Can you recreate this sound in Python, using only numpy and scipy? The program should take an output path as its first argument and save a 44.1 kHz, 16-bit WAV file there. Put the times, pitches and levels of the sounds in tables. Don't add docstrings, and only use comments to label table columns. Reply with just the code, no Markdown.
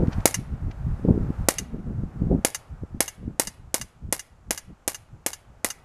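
import sys
import numpy as np
from scipy import signal
from scipy.fft import rfft, irfft
from scipy.io import wavfile
from scipy.ndimage import uniform_filter1d

SR = 44100
rng = np.random.default_rng(int(sys.argv[2]) if len(sys.argv) > 2 else 0)


def waveform_to_disk(signal):
    frames = np.transpose(np.atleast_2d(signal))
    scaled = np.clip(frames, -1, 1) * 32767
    samples = np.round(scaled).astype(np.int16)
    wavfile.write(sys.argv[1], SR, samples)


N = 257749
T = np.arange(N) / SR
AGE = T[:SR // 2]


def amp(db):
    return 10 ** (np.asarray(db) / 20)


def unit(x):
    return x / np.sqrt(np.sum(x ** 2) + 1e-20)


def gains(spectrum, hz):
    points_hz, db = np.transpose(spectrum)
    return amp(np.interp(np.log(hz + 1), np.log(points_hz + 1), db))


def add(mix, start, sound):
    part = mix[max(round(start * SR), 0):][:len(sound)]
    part += sound[:len(part)]


def colour(x, spectrum, size=4096):
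    log_gain = np.log(gains(spectrum, abs(np.fft.fftfreq(size, 1 / SR))))
    taps = np.fft.ifft(np.exp(signal.hilbert(log_gain).conj())).real
    return unit(signal.fftconvolve(x, taps[:size // 2])[:len(x)])


def decaying_noise(t60):
    return unit(rng.standard_normal(len(AGE)) * amp(-60 * AGE / t60))


def burst(decay_s):
    x = decaying_noise(decay_s)
    for _ in range(4):
        bins = rfft(x)
        x = irfft(bins / (abs(bins) + 1e-9), len(x)) * amp(-20 * AGE / decay_s)
    return unit(x)


def smooth(x, span):
    return uniform_filter1d(uniform_filter1d(x, span), span)


def steady_noise(spectrum, steady_s):
    x = irfft(rfft(rng.standard_normal(N)) * gains(spectrum, np.fft.rfftfreq(N, 1 / SR)), N)
    return x / np.sqrt(abs(smooth(x ** 2, int(steady_s * SR))) + 1e-20)


def clumps(size, span_s, depth_db):
    drift = smooth(rng.standard_normal(size), round(span_s * SR))
    return amp(depth_db * np.clip(drift / drift.std(), -2, 2))


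# time in seconds, relative level in dB.
BACKGROUND_LEVELS = [(0.0, -51.5), (0.19, -47), (0.39, -57.5), (1.4, -52), (1.69, -59.5), (2.42, -57.5),
                     (2.55, -60.5), (4.24, -68), (5.61, -64.5), (5.84, -63.5)]
def background_db():
    return np.interp(T, *np.transpose(BACKGROUND_LEVELS))


# frequency in Hz, relative level in dB.
RUSH_SPECTRUM = [(40, 7.5), (400, 0), (800, 2.5), (1000, -1.5), (1350, -1.5), (2000, -12), (2600, -16.5),
                 (3300, -23), (5000, -25.5), (7500, -27.5), (11000, -32), (13000, -34), (15000, -44.5)]
HISS_SPECTRUM = [(1000, -2.5), (2800, 3.5), (4000, -2), (7200, 1.5), (9000, -5.5), (12000, -10.5),
                 (14000, -27.5)]
def open_air(rush_gain_db=6, hiss_db=-75):
    rush = amp(background_db() + rush_gain_db) * steady_noise(RUSH_SPECTRUM, steady_s=.3)
    return rush + amp(hiss_db) * steady_noise(HISS_SPECTRUM, steady_s=.3)


# peak time in seconds, length in seconds, relative rumble level
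# in dB, relative flutter level in dB.
GUST_PEAKS = [(0.005, 0.14, -21.5, -18.5), (0.185, 0.08, -22.5, -39.5), (0.395, 0.062, -27, -28),
              (0.524, 0.1, -27.5, -36.5), (0.665, 0.1, -23, -31), (0.883, 0.16, -21, -37),
              (1.112, 0.16, -22.5, -19.5), (1.24, 0.13, -22.5, -27.5), (1.424, 0.082, -21, -40.5),
              (1.615, 0.052, -32.5, -27.5), (1.76, 0.13, -32, -29.5), (1.901, 0.088, -26.5, -24.5),
              (2.001, 0.14, -23.5, -29.5), (2.249, 0.14, -23.5, -26.5), (2.331, 0.094, -20, -16.5),
              (2.73, 0.043, -29.5, -44.5), (2.83, 0.026, -24.5, -42), (2.957, .09, -34, -42),
              (3.27, 0.11, -33, -32), (3.479, 0.049, -37.5, -39), (3.64, 0.14, -40.5, -52.5),
              (3.821, .06, -35.5, -37), (4.07, 0.086, -32, -37), (4.501, 0.091, -38.5, -42.5),
              (4.703, 0.055, -38, -38), (5.135, 0.077, -41.5, -47)]
def gust_levels(rumble_gain_db=11, flutter_gain_db=-4.5, edge_db=-10):
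    background = amp(background_db()) * clumps(N, span_s=.045, depth_db=3.5)
    power = (amp([[rumble_gain_db], [flutter_gain_db]]) * background) ** 2
    for peak_s, length, rumble_db, flutter_db in GUST_PEAKS:
        near = abs(T - peak_s) < 2 * length
        shape_db = edge_db * (abs(T[near] - peak_s) / (length / 2)) ** 1.5
        power[:, near] += amp([rumble_db + shape_db, flutter_db + shape_db]) ** 2
    return 10 * np.log10(power)


# frequency in Hz, relative level in dB.
RUMBLE_SPECTRUM = [(8, -16), (25, 0), (45, 1.5), (75, 2), (125, -2), (170, -8.5), (260, -30.5),
                   (1000, -77.5)]
FLUTTER_SPECTRUM = [(80, -21), (160, 5), (230, 1.5), (330, -14.5), (500, -24.5), (1000, -57), (3000, -74)]
ROAR_SPECTRUM = [(150, -21.5), (300, 9), (420, 7), (600, -5), (900, -15), (1500, -43.5), (4000, -76)]
def wind(rumble_db, flutter_db):
    puffs = clumps(N, span_s=.016, depth_db=3)
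    rumble = amp(rumble_db - 2) * steady_noise(RUMBLE_SPECTRUM, steady_s=.077)
    flutter = amp(flutter_db - 4.5) * steady_noise(FLUTTER_SPECTRUM, steady_s=.016)
    roar_db = flutter_db - 10 + .86 * (flutter_db + 20)
    roar = amp(roar_db) * steady_noise(ROAR_SPECTRUM, steady_s=.039)
    return np.sqrt(puffs) * rumble + puffs * (flutter + roar)


def eddy_pulse(t, hz):
    phase = 2 * np.pi * hz * t
    return -phase * np.exp((1 - phase ** 2) / 2)


def small_eddies(flutter_db, lowest_hz=150, octaves=.82, count=150):
    out = np.zeros(N)
    t = AGE[:SR // 25] - .02
    for when, smallness, strength in rng.random((count, 3)):
        hz = lowest_hz * 2 ** (octaves * smallness)
        peak = 2 * strength * amp(flutter_db[int(when * N)] + 3) * 2 ** -smallness
        add(out, when * N / SR + t[0], peak * eddy_pulse(t, hz))
    return out


# time in seconds, relative peak in dB, frequency in Hz.
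EDDY_THUDS = [(0.035, -9.5, 172), (.084, -9.5, 136), (0.184, -15, 121), (0.88, -16, 83.3),
              (1.051, -11.5, 231), (1.088, -7, 227), (1.109, -3.5, 116.8), (1.178, -11.5, 175),
              (1.305, -14, 150), (1.41, -25, 114), (2.037, -19, 157), (2.221, -10.5, 142.8),
              (2.315, -11, 264), (2.35, -9, 180), (2.836, -22, 196), (2.948, -22, 135), (3.28, -17.5, 150)]
def thuds():
    out = np.zeros(N)
    for centre_s, db, hz in EDDY_THUDS:
        add(out, centre_s - .02, amp(db - 1) * eddy_pulse(AGE - .02, hz))
        roughness = amp(13 + 1.6 * db) * (hz / 190) ** 2
        add(out, centre_s - .002, roughness * colour(decaying_noise(t60=.045), ROAR_SPECTRUM))
    return out


# peak time in seconds, level in dB, rise and fall constant in seconds.
HAND_SCRAPES = [(0.074, -27, 0.0011), (0.132, -15, 0.0086), (0.206, -24, 0.0027), (0.715, -22.5, 0.0038)]
# frequency in Hz, relative level in dB.
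SCRAPE_SPECTRUM = [(300, -13), (1800, 11.5), (3500, 2.5), (6000, -1), (9000, -22), (15000, -27.5)]
def handling(lead_s=.03):
    out = np.zeros(N)
    for peak_s, db, fade_s in HAND_SCRAPES:
        rub = rng.standard_normal(len(AGE)) * np.exp(-abs(AGE - lead_s) / fade_s)
        add(out, peak_s - lead_s, amp(db) * colour(rub, SCRAPE_SPECTRUM))
    return out


# frequency in Hz, relative level in dB.
CRACK_SPECTRUM = [(200, -28), (1000, -20.5), (1500, -7.5), (2000, 0.5), (2700, -9), (4200, -11), (5500, -6),
                  (6800, -1), (8000, -4.5), (11000, -2), (12500, -10.5), (14500, -22.5), (16000, -40.5)]
def shot_spectrum(tilt_db, bark_db, bark_hz=1950):
    hz, db = np.transpose(CRACK_SPECTRUM)
    octaves = np.log2(hz / bark_hz)
    return np.c_[hz, db + tilt_db * octaves + bark_db * np.exp(-(octaves / .5) ** 2)]


# frequency in Hz, relative level in dB.
GUN_MODES = [(1700, -3.5), (2030, -2.5), (2840, 2), (3760, -7.5), (4750, -2), (5500, -13.5), (6215, 5.5),
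             (6720, -6.5), (7050, -6.5), (7420, -6.5), (8390, -7.5), (8840, -7.5), (9130, -6.5),
             (10350, -9), (10620, -14), (10950, -9), (11850, -10)]
def gun_ring(t60=.041, spread_db=1.6):
    hz, db = np.transpose(GUN_MODES)[:, :, None]
    envelope_db = db + spread_db * rng.standard_normal(hz.shape) - 60 * (AGE / t60) ** 1.35
    modes = amp(envelope_db) * np.sin(2 * np.pi * (hz * AGE + rng.random(hz.shape)))
    return unit(modes.sum(0))


# start in seconds, push level in dB, crack level in dB, tilt in dB per octave,
# bark in dB.
PISTOL_SHOTS = [(0.256, 12.5, 14, 1, -3.5), (1.4861, 10, 11, -2.5, -8), (2.4485, 7.5, 8.5, -0.5, -5.5),
                (3.0052, 4, 8.5, 2, 3.5), (3.397, 3, 8.5, 1, -2), (3.7427, -1, 5, 1.5, -4.5),
                (4.1255, -1.5, 5, 3.5, 4.5), (4.5075, -1.5, 3.5, -2, -6), (4.878, -1.3, 3.5, 2.5, -1.5),
                (5.2629, -1.5, 3, 2, 2.5), (5.6457, -0.5, 4, 3, 9.5)]
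# frequency in Hz, relative level in dB.
PUSH_SPECTRUM = [(30, -23), (100, -1), (250, 2), (480, 4), (820, 1.5), (1020, -14.5), (1500, -19.5),
                 (4000, -18.5), (16000, -75)]
SCATTER_SPECTRUM = [(60, -5.5), (250, -5), (800, 4.5), (1250, 0.5), (2100, -4), (3400, -8), (5200, -1),
                    (7000, -3.5), (11000, 0), (13000, -5.5), (15000, -15.5)]
# delay in seconds, push gain in dB, crack gain in dB, nominal decay
# time of the smeared crack in seconds.
REFLECTORS = [(.0059, -23, -17.5, 0.0026), (.0092, -24.5, -26, 0.0051), (0.019, -34.5, -17.5, 0.026),
              (.023, -32.5, -17.5, 0.028), (.0345, -23, -40, .008), (.054, -31.5, -27, 0.028),
              (0.14, -60, -46.5, 0.11)]
def shots(crack_s=.00056, ground_s=.00356, near_s=.00232, scatter_s=.0037):
    out = np.zeros(N)
    yard = decaying_noise(t60=.13)
    push = colour(signal.unit_impulse(len(AGE)), PUSH_SPECTRUM)
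    smears = [colour(burst(decay_s), CRACK_SPECTRUM) for *_, decay_s in REFLECTORS]
    for start, push_db, crack_db, tilt_db, bark_db in PISTOL_SHOTS:
        spectrum = shot_spectrum(tilt_db, bark_db)
        direct = amp(push_db) * push
        add(direct, crack_s, amp(crack_db) * colour(burst(decay_s=.003), spectrum))
        add(out, start, direct)
        ground_echo = amp(-2.6 - .89 * crack_db) * direct
        add(out, start + ground_s, ground_echo)
        near_echo = amp(-8.5 + 1.45 * crack_db) * colour(burst(decay_s=.0006), spectrum)
        add(out, start + crack_s + near_s, near_echo)
        for (delay, push_gain_db, crack_gain_db, _), smear in zip(REFLECTORS, smears):
            echo = amp(push_db + push_gain_db) * push + amp(crack_db + crack_gain_db) * smear
            add(out, start + delay, echo)
        scatter = yard + decaying_noise(t60=.1) + decaying_noise(t60=.025)
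        scatter *= clumps(len(AGE), span_s=.001, depth_db=2.2)
        tail = colour(scatter, SCATTER_SPECTRUM) + amp(-12) * gun_ring()
        add(out, start + scatter_s, amp(-1.8 + .48 * crack_db) * tail)
    return out


# frequency in Hz, time to fall 60 dB in seconds.
WOOD_DECAY = [(300, 0.2), (1500, 0.47), (2900, .58), (6000, 0.23), (10000, 0.31), (15000, 0.2)]
def wood_reverberation(sound, wet_db=-22, rise_s=.011):
    hz, t, bins = signal.stft(rng.standard_normal(len(AGE)), SR, nperseg=256)
    t60 = np.interp(hz, *np.transpose(WOOD_DECAY))[:, None]
    tail = signal.istft(bins * amp(-60 * t / t60), SR, nperseg=256)[1][:len(AGE)]
    tail *= 1 - np.exp(-AGE / rise_s)
    return signal.fftconvolve(sound, amp(wet_db) * unit(tail))[:N]


def pellets(level_db=-16, flight_s=.0321, growth_s_per_s=.00186):
    out = np.zeros(N)
    for start, *_ in PISTOL_SHOTS:
        tick = amp(level_db) * colour(burst(decay_s=.003), SCATTER_SPECTRUM)
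        add(out, start + flight_s + growth_s_per_s * start, tick)
    return out


# start in seconds, level in dB.
ACTION_SNAPS = [(0.3429, 1), (1.584, -1.5), (2.5466, -2.5), (3.0791, -6), (3.4719, -5), (3.813, -6),
                (4.1938, -8.5), (4.5762, -7), (4.9454, -9), (5.332, -8), (5.703, -5.5)]
# frequency in Hz, relative level in dB.
CLATTER_SPECTRUM = [(100, -28), (700, -4.5), (1800, -0.5), (2500, -7.5), (3500, -9.5), (5000, -2),
                    (6500, 6.5), (8000, -4), (11000, -1.5), (12500, -10), (15000, -17.5)]
def action(chatter_t60=.054):
    clatter, ringing = np.zeros((2, N))
    for start, db in ACTION_SNAPS:
        chatter = rng.standard_normal(len(AGE)) * amp(-60 * (AGE / chatter_t60) ** 1.2)
        add(clatter, start, amp(db) * colour(chatter, CLATTER_SPECTRUM))
        add(ringing, start, amp(db) * gun_ring())
    return clatter, ringing


def scene():
    clatter, ringing = action()
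    gun = shots() + pellets() + clatter + handling()
    rumble_db, flutter_db = gust_levels()
    reverberation = wood_reverberation(gun + .3 * ringing)
    buffeting = wind(rumble_db, flutter_db) + small_eddies(flutter_db) + thuds()
    return (gun + ringing + reverberation + buffeting + open_air())[None]


def record(dry, cutoff_hz=15200):
    clipped = np.clip(dry, -1, 1)
    lowpass = signal.firwin(191, cutoff_hz, window=("kaiser", 8), fs=SR)
    return signal.oaconvolve(clipped, lowpass[None], "same")


dry = scene()
out = record(dry)
waveform_to_disk(out)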